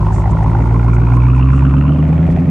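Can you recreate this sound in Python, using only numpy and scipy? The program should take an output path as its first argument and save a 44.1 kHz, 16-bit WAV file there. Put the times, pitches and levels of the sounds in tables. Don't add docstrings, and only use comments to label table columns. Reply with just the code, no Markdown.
import sys
import numpy as np
from scipy import signal
from scipy.fft import rfft, irfft, next_fast_len
from scipy.io import wavfile
from scipy.ndimage import uniform_filter1d, minimum_filter1d, map_coordinates

SR = 44100
rng = np.random.default_rng(int(sys.argv[2]) if len(sys.argv) > 2 else 0)


def to_wav(s):
    ch = np.atleast_2d(s).T
    pcm = np.round(np.clip(ch, -1, 1) * 32767)
    wavfile.write(sys.argv[1], SR, pcm.astype(np.int16))


N = 110250
T = np.arange(N) / SR


def amp(db):
    return 10 ** (np.asarray(db) / 20)


def unit(x):
    return x / np.sqrt(np.mean(x ** 2) + 1e-20)


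def curves(rows):
    seconds, *columns = np.transpose(rows)
    return [np.interp(T, seconds, column) for column in columns]


def wobble(rate):
    return map_coordinates(rng.standard_normal(400), [T * rate + 2], mode="wrap")


def filtered(x, response):
    size = next_fast_len(N + SR // 4)
    spectrum = rfft(x, size) * response(np.fft.rfftfreq(size, 1 / SR))
    return irfft(spectrum, size)[..., :N]


def coloured(x, points):
    pitch_hz, level_db = np.transpose(points)
    return unit(filtered(x, lambda hz: amp(np.interp(np.log(hz + 1), np.log(pitch_hz), level_db))))


def spread(mid, side_db):
    side = amp(side_db) * rng.standard_normal(N)
    return np.array([mid + side, mid - side])


def noise(points, side_db):
    return coloured(spread(rng.standard_normal(N), side_db), points)


# pitch_hz, level_db (relative)
RUMBLE_COLOUR = [(12, -10.5), (30, -13.5), (55, -5), (150, -3.5), (300, -11.5), (500, -19), (1200, -22),
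                 (4000, -71)]


def rumble():
    return amp(-27) * noise(RUMBLE_COLOUR, side_db=-7)


# start_s, level_db (before its random waver)
HISS = [(0, -49.5), (.7, -49.5), (1.4, -51), (2, -52.5), (2.5, -53)]
# pitch_hz, level_db (relative)
HISS_COLOUR = [(200, -10.5), (2500, 9.5), (4000, 1.5), (5200, -0.5), (6500, -1.5), (8300, -5.5),
               (9800, -5.5), (11000, -31.5), (13500, -16), (16000, -25.5)]


def hiss():
    level = amp(curves(HISS)[0] + 1.5 * wobble(60))
    return level * noise(HISS_COLOUR, side_db=-3) * amp([[1.5], [-1.5]])


# middle_s, half_length_s, level_db (before a random waver)
SCUFFS = [(0.146, .016, -45), (0.194, 0.025, -49.5), (0.312, 0.0076, -46.5), (0.434, 0.008, -53.5),
          (0.626, 0.035, -57), (0.945, .014, -50), (1.149, 0.0099, -53.5), (1.36, 0.0091, -57.5),
          (1.569, .04, -55), (1.784, 0.0058, -61)]
# pitch_hz, level_db (relative)
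SCUFF_COLOUR = [(1500, -17.5), (3500, -10.5), (5000, -4), (6700, 4.5), (8300, 1.5), (10500, -19),
                (14000, -26.5), (16000, -23)]


def scuffs():
    swells = sum(amp(db) * np.exp(-((T - s) / half) ** 2 / 2) for s, half, db in SCUFFS)
    return swells * amp(0.82 * wobble(150)) * noise(SCUFF_COLOUR, side_db=-1)


# start_s, level_db
TICKS = [(1.167, -36), (2.31, -44.5)]
# pitch_hz, level_db (relative)
TICK_COLOUR = [(2000, -3), (6000, -6), (8500, -1), (11000, -13.5), (16000, -9.5)]
TICK_DECAY_S = 0.0021


def ticks():
    strikes = sum(amp(db) * (T >= s) * np.exp(-abs(T - s) / TICK_DECAY_S) for s, db in TICKS)
    return strikes * noise(TICK_COLOUR, side_db=0.5)


# start_s, pitch_hz, level_db (both before a random waver)
HUM = [(0, 69.7, -26), (.3, 66.9, -17), (.5, 71.2, -21.5), (.7, 74.5, -24), (1, 69, -57.5)]


def hum():
    pitch_hz, level_db = curves(HUM)
    level = np.sqrt(2) * amp(level_db + wobble(2.8))
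    return level * np.sin(2 * np.pi * np.cumsum(pitch_hz + 1.4 * wobble(20)) / SR)


THUMP_S, THUMP_HZ, THUMP_WIDTH_S, THUMP_DB = 2.32, 56, 0.037, -16.5


def thump():
    swell = amp(THUMP_DB) * np.exp(-((T - THUMP_S) / THUMP_WIDTH_S) ** 2)
    return swell * np.sin(2 * np.pi * THUMP_HZ * (T - THUMP_S))


LOT_T60_S = 0.15
LOT_START_DB, LOT_END_DB = -17.5, -20.5


def car_park(x):
    t = np.arange(SR // 2) / SR
    tail = rng.standard_normal((2, len(t))) * amp(-60 * t / LOT_T60_S) * (t > .01)
    wet = signal.fftconvolve(x, tail / np.linalg.norm(tail[0]), axes=1)[:, :N]
    wet = filtered(wet, lambda f: f / (f + 150))
    return wet * amp(np.linspace(LOT_START_DB, LOT_END_DB, N))


# puff_level_db, pulse_level_db (relative), delay_firings, ring_pitch_ratio (before sway)
CYLINDERS = [(-4, -9, 0.035, .92), (-3, 4.8, -0.044, 1.08), (-1.5, 3.87, 0.018, 1.047),
             (-8, 3.2, 0.028, 1.04), (-2, 1.2, -0.031, 0.995), (-4.5, 0.6, -0.009, 0.987),
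             (-3, 0.8, -0.048, 0.938), (0, 0.1, 0.06, 0.82)]
# time_s, extra_level_db
HARD_FIRINGS = [(.43, 2), (.535, 3), (.903, 1), (1.039, 3), (1.413, 4), (1.535, 5.5), (1.653, 8)]
PUFF_RISE, PUFF_FALL, PUFF_LEAD, PUFF_JITTER = 0.16, 0.22, 0.0803, .03
PUFF_SCATTER_DB = 4.5


def puff_train(turn, between, repeat, side_db):
    n, count = len(CYLINDERS), 200
    chance = rng.standard_normal((count, 2))
    firing = (turn + PUFF_LEAD).astype(int)
    size_db = np.array(CYLINDERS)[np.arange(count) % n, 0] + PUFF_SCATTER_DB * chance[:, 0]
    for s, extra_db in HARD_FIRINGS:
        size_db[firing[int(s * SR)]] += extra_db
    late = abs(PUFF_JITTER * chance[firing, 1])
    age = np.maximum((turn + PUFF_LEAD) % 1 - late, 0)
    shape = (1 - np.exp(-(age / PUFF_RISE) ** 2)) * np.exp(-age / PUFF_FALL)
    since = np.arange(N) - np.searchsorted(firing, firing)
    own = rng.standard_normal((n, SR // 10))[firing % n, since]
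    share = np.clip(repeat, 0, 1)
    gas = np.sqrt(share) * own + np.sqrt(1 - share) * rng.standard_normal(N)
    return (between + amp(size_db[firing]) * shape / shape.max()) * spread(gas, side_db)


def broad(gas, level, colour):
    return amp(curves(level)[0]) * coloured(gas, colour)


PUFF_CEILING = 3.0


def rung(gas, turn, track, width_hz, sway):
    pitch_hz, level_db = curves(track)
    ratio = np.array(CYLINDERS)[(turn + PUFF_LEAD).astype(int) % len(CYLINDERS), 3]
    carrier = np.exp(2j * np.pi * np.cumsum(pitch_hz * ratio ** sway) / SR)
    low_pass = signal.butter(2, width_hz / 2, fs=SR, output="sos")
    band = signal.sosfilt(low_pass, gas / carrier)
    band = band / np.sqrt(1 + (unit(abs(band)) / PUFF_CEILING) ** 2)
    return amp(level_db) * unit((band * carrier).real)


# start_s, level_db
CHUFF = [(0, -34.5), (0.501, -32), (1.001, -35.5), (1.501, -43), (1.901, -34.5), (2.201, -31.5), (2.5, -32)]
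RASP = [(0, -40), (.5, -39), (1, -32.5), (1.501, -36.5), (1.801, -35.5), (2.101, -42.5), (2.5, -48.5)]
CRACKLE = [(0, -53), (.5, -48.5), (1.099, -49.5), (1.5, -44.5), (1.899, -47), (2.2, -40), (2.5, -43.5)]
# pitch_hz, level_db (relative)
CHUFF_COLOUR = [(250, -19), (410, -7), (550, -0.5), (720, -2), (850, -7.5), (1000, -16), (2000, -66.5)]
RASP_COLOUR = [(700, -50), (1000, 3), (1150, -2.5), (1420, 7.5), (1650, -11), (2300, -60)]
CRACKLE_COLOUR = [(1200, -35.5), (1680, 1), (1900, 4), (2200, 1.5), (2550, -1.5), (2900, -10.5),
                  (3400, -14), (4200, -25), (7000, -55.5)]
# start_s, pitch_hz (before each cylinder's ratio), level_db
BARK = [(0, 957, -27), (0.449, 931, -26), (0.798, 946, -28), (1.2, 986, -32.5), (1.6, 1152, -33),
        (1.849, 1177, -35), (2.1, 1064, -43.5), (2.5, 1080, -60)]
SNARL = [(0, 1880, -47.5), (0.501, 2003, -44), (0.952, 2286, -43), (1.298, 2580, -41), (1.598, 2680, -46),
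         (1.902, 2780, -44), (2.098, 3130, -61), (2.5, 3236, -69)]


def exhaust_gas(turn):
    chuff_gas = puff_train(turn, between=0.32, repeat=0.54, side_db=-8.5)
    chuff = broad(chuff_gas, CHUFF, CHUFF_COLOUR)
    rasp_gas = puff_train(turn, between=0.21, repeat=0.75, side_db=-3)
    rasp = broad(rasp_gas, RASP, RASP_COLOUR)
    crackle_gas = puff_train(turn, between=.2, repeat=.3, side_db=-9)
    crackle = broad(crackle_gas, CRACKLE, CRACKLE_COLOUR)
    bark_gas = puff_train(turn, between=0.076, repeat=0.26, side_db=-11.5)
    bark = rung(bark_gas, turn, BARK, width_hz=183, sway=0.93)
    snarl_gas = puff_train(turn, between=0.019, repeat=0.1, side_db=-6)
    snarl = rung(snarl_gas, turn, SNARL, width_hz=387, sway=0.39)
    return (bark + rasp) * amp([[-.3], [.3]]) + (chuff + crackle + snarl) * amp([[-1.2], [1.2]])


# pitch_hz, width_hz, level_db (relative)
PIPES = [(67.4, 9.9, -7.5), (117, 52.5, -5), (163.5, 18.4, 2), (260.9, 26.5, -3.5), (300.3, 41, -13.5),
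         (343.6, 13.8, -11.5), (520, 40, -33)]
# start_s, below_210_hz_level_db, 210_to_325_hz_level_db, above_325_hz_level_db
LOPE = [(0, -20, -38, -33), (.4, -20.5, -33.5, -32), (.65, -23, -28.5, -30.5), (1, -23.5, -27.5, -31),
        (1.3, -25.5, -23, -37), (1.6, -19.5, -22.5, -36), (1.9, -17, -17, -36), (2.2, -14, -21.5, -32.5),
        (2.5, -12.5, -21, -29.5)]
PULSE_LAG_TURN, LOPE_WAVER_DB = -0.14, 2.26


def pipe_response(f):
    total = 0
    for k, (centre, width, db) in enumerate(PIPES):
        peak = 1j * f * width / (centre * centre - f * f + 1j * f * width)
        total = total + (-1) ** k * amp(db) * peak
    return total


def lope(turn):
    _, pulse_db, delay, _ = np.transpose(CYLINDERS)
    n = len(CYLINDERS)
    pulses = np.zeros(N)
    for k in range(4, 66):
        if k in (n, 2 * n):
            continue
        turns = np.arange(n) + delay + PULSE_LAG_TURN
        line = np.sum(amp(pulse_db) * np.exp(-2j * np.pi * k * turns / n))
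        size = abs(line) * (amp(-2.0) if k % n == 0 else 1)
        tone = np.cos(2 * np.pi * k * turn / n + np.angle(line))
        pulses += size * amp(LOPE_WAVER_DB * wobble(6)) * tone
    ring = filtered(pulses, pipe_response)
    low = filtered(ring, lambda f: 1 / (1 + (f / 210) ** 12))
    high = filtered(ring, lambda f: 1 - 1 / (1 + (f / 325) ** 24))
    middle = ring - low - high
    low_db, middle_db, high_db = curves(LOPE)
    return amp(low_db) * unit(low) + amp(middle_db) * unit(middle) + amp(high_db) * unit(high)


# start_s, firing_note_level_db, octave_level_db (before waver; octave before sag)
BOOM = [(0, -16.5, -15), (.3, -18.5, -16), (.6, -14, -13), (.9, -13, -12), (1.1, -14, -11), (1.3, -11, -10),
        (1.6, -11.5, -12), (1.8, -14, -12.5), (2, -17, -13), (2.2, -16.5, -12), (2.35, -18.5, -15.5),
        (2.5, -21.5, -20)]
# start_s, depth_db (a negative depth is a swell)
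SAG = [(0, -2.5), (1.2, -1.5), (1.7, -2), (2.1, 3.5), (2.5, 5.5)]
SAG_AT_TURN, SAG_WIDTH_TURN, BOOM_LAG_TURN = 0.34, .8, 0.29
LOW_MODE_HZ, LOW_MODE_WIDTH_HZ, BOOM_WAVER_DB = 58.8, 9.2, 0.74


def boom(rate, turn):
    note_db, octave_db = curves(BOOM)
    n = len(CYLINDERS)
    from_weak = (turn - SAG_AT_TURN + n / 2) % n - n / 2
    sag = np.exp(-(from_weak / SAG_WIDTH_TURN) ** 2 / 2)
    octave_db = octave_db - curves(SAG)[0] * (sag - sag.mean())
    angle = 2 * np.pi * (turn - BOOM_LAG_TURN)
    behind = np.pi / 2 + np.arctan((rate - LOW_MODE_HZ) / LOW_MODE_WIDTH_HZ)
    note = amp(note_db + BOOM_WAVER_DB * wobble(18)) * np.cos(angle - behind)
    octave = amp(octave_db + BOOM_WAVER_DB * wobble(17)) * np.cos(2 * angle)
    return np.sqrt(2) * (note + octave)


# start_s, firing_rate_hz
SPEED = [(0, 51.86), (0.2, 52.51), (0.38, 54.0), (0.6, 56.9), (0.85, 58.37), (1.05, 58.65), (1.3, 62.36),
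         (1.55, 66.67), (1.8, 70.7), (2.05, 77.17), (2.3, 82.98), (2.5, 86.37)]
START_TURN = .66


def scene():
    rate, = curves(SPEED)
    turn = START_TURN + np.cumsum(rate) / SR
    car = boom(rate, turn) * amp([[-.25], [.25]])
    car = car + lope(turn) * amp([[-.55], [.55]]) + exhaust_gas(turn)
    background = rumble() + hum() + thump() + hiss() + scuffs() + ticks()
    return car + car_park(car) + background


LIMIT, LIMIT_HOLD_S, TOP_HZ = .93, .02, 15800


def record(dry):
    hold = int(LIMIT_HOLD_S * SR)
    needed = LIMIT / np.maximum(abs(dry).max(axis=0), LIMIT)
    gain = uniform_filter1d(minimum_filter1d(needed, hold), hold)
    return filtered(dry * gain, lambda hz: hz < TOP_HZ)


dry = scene()
out = record(dry)
to_wav(out)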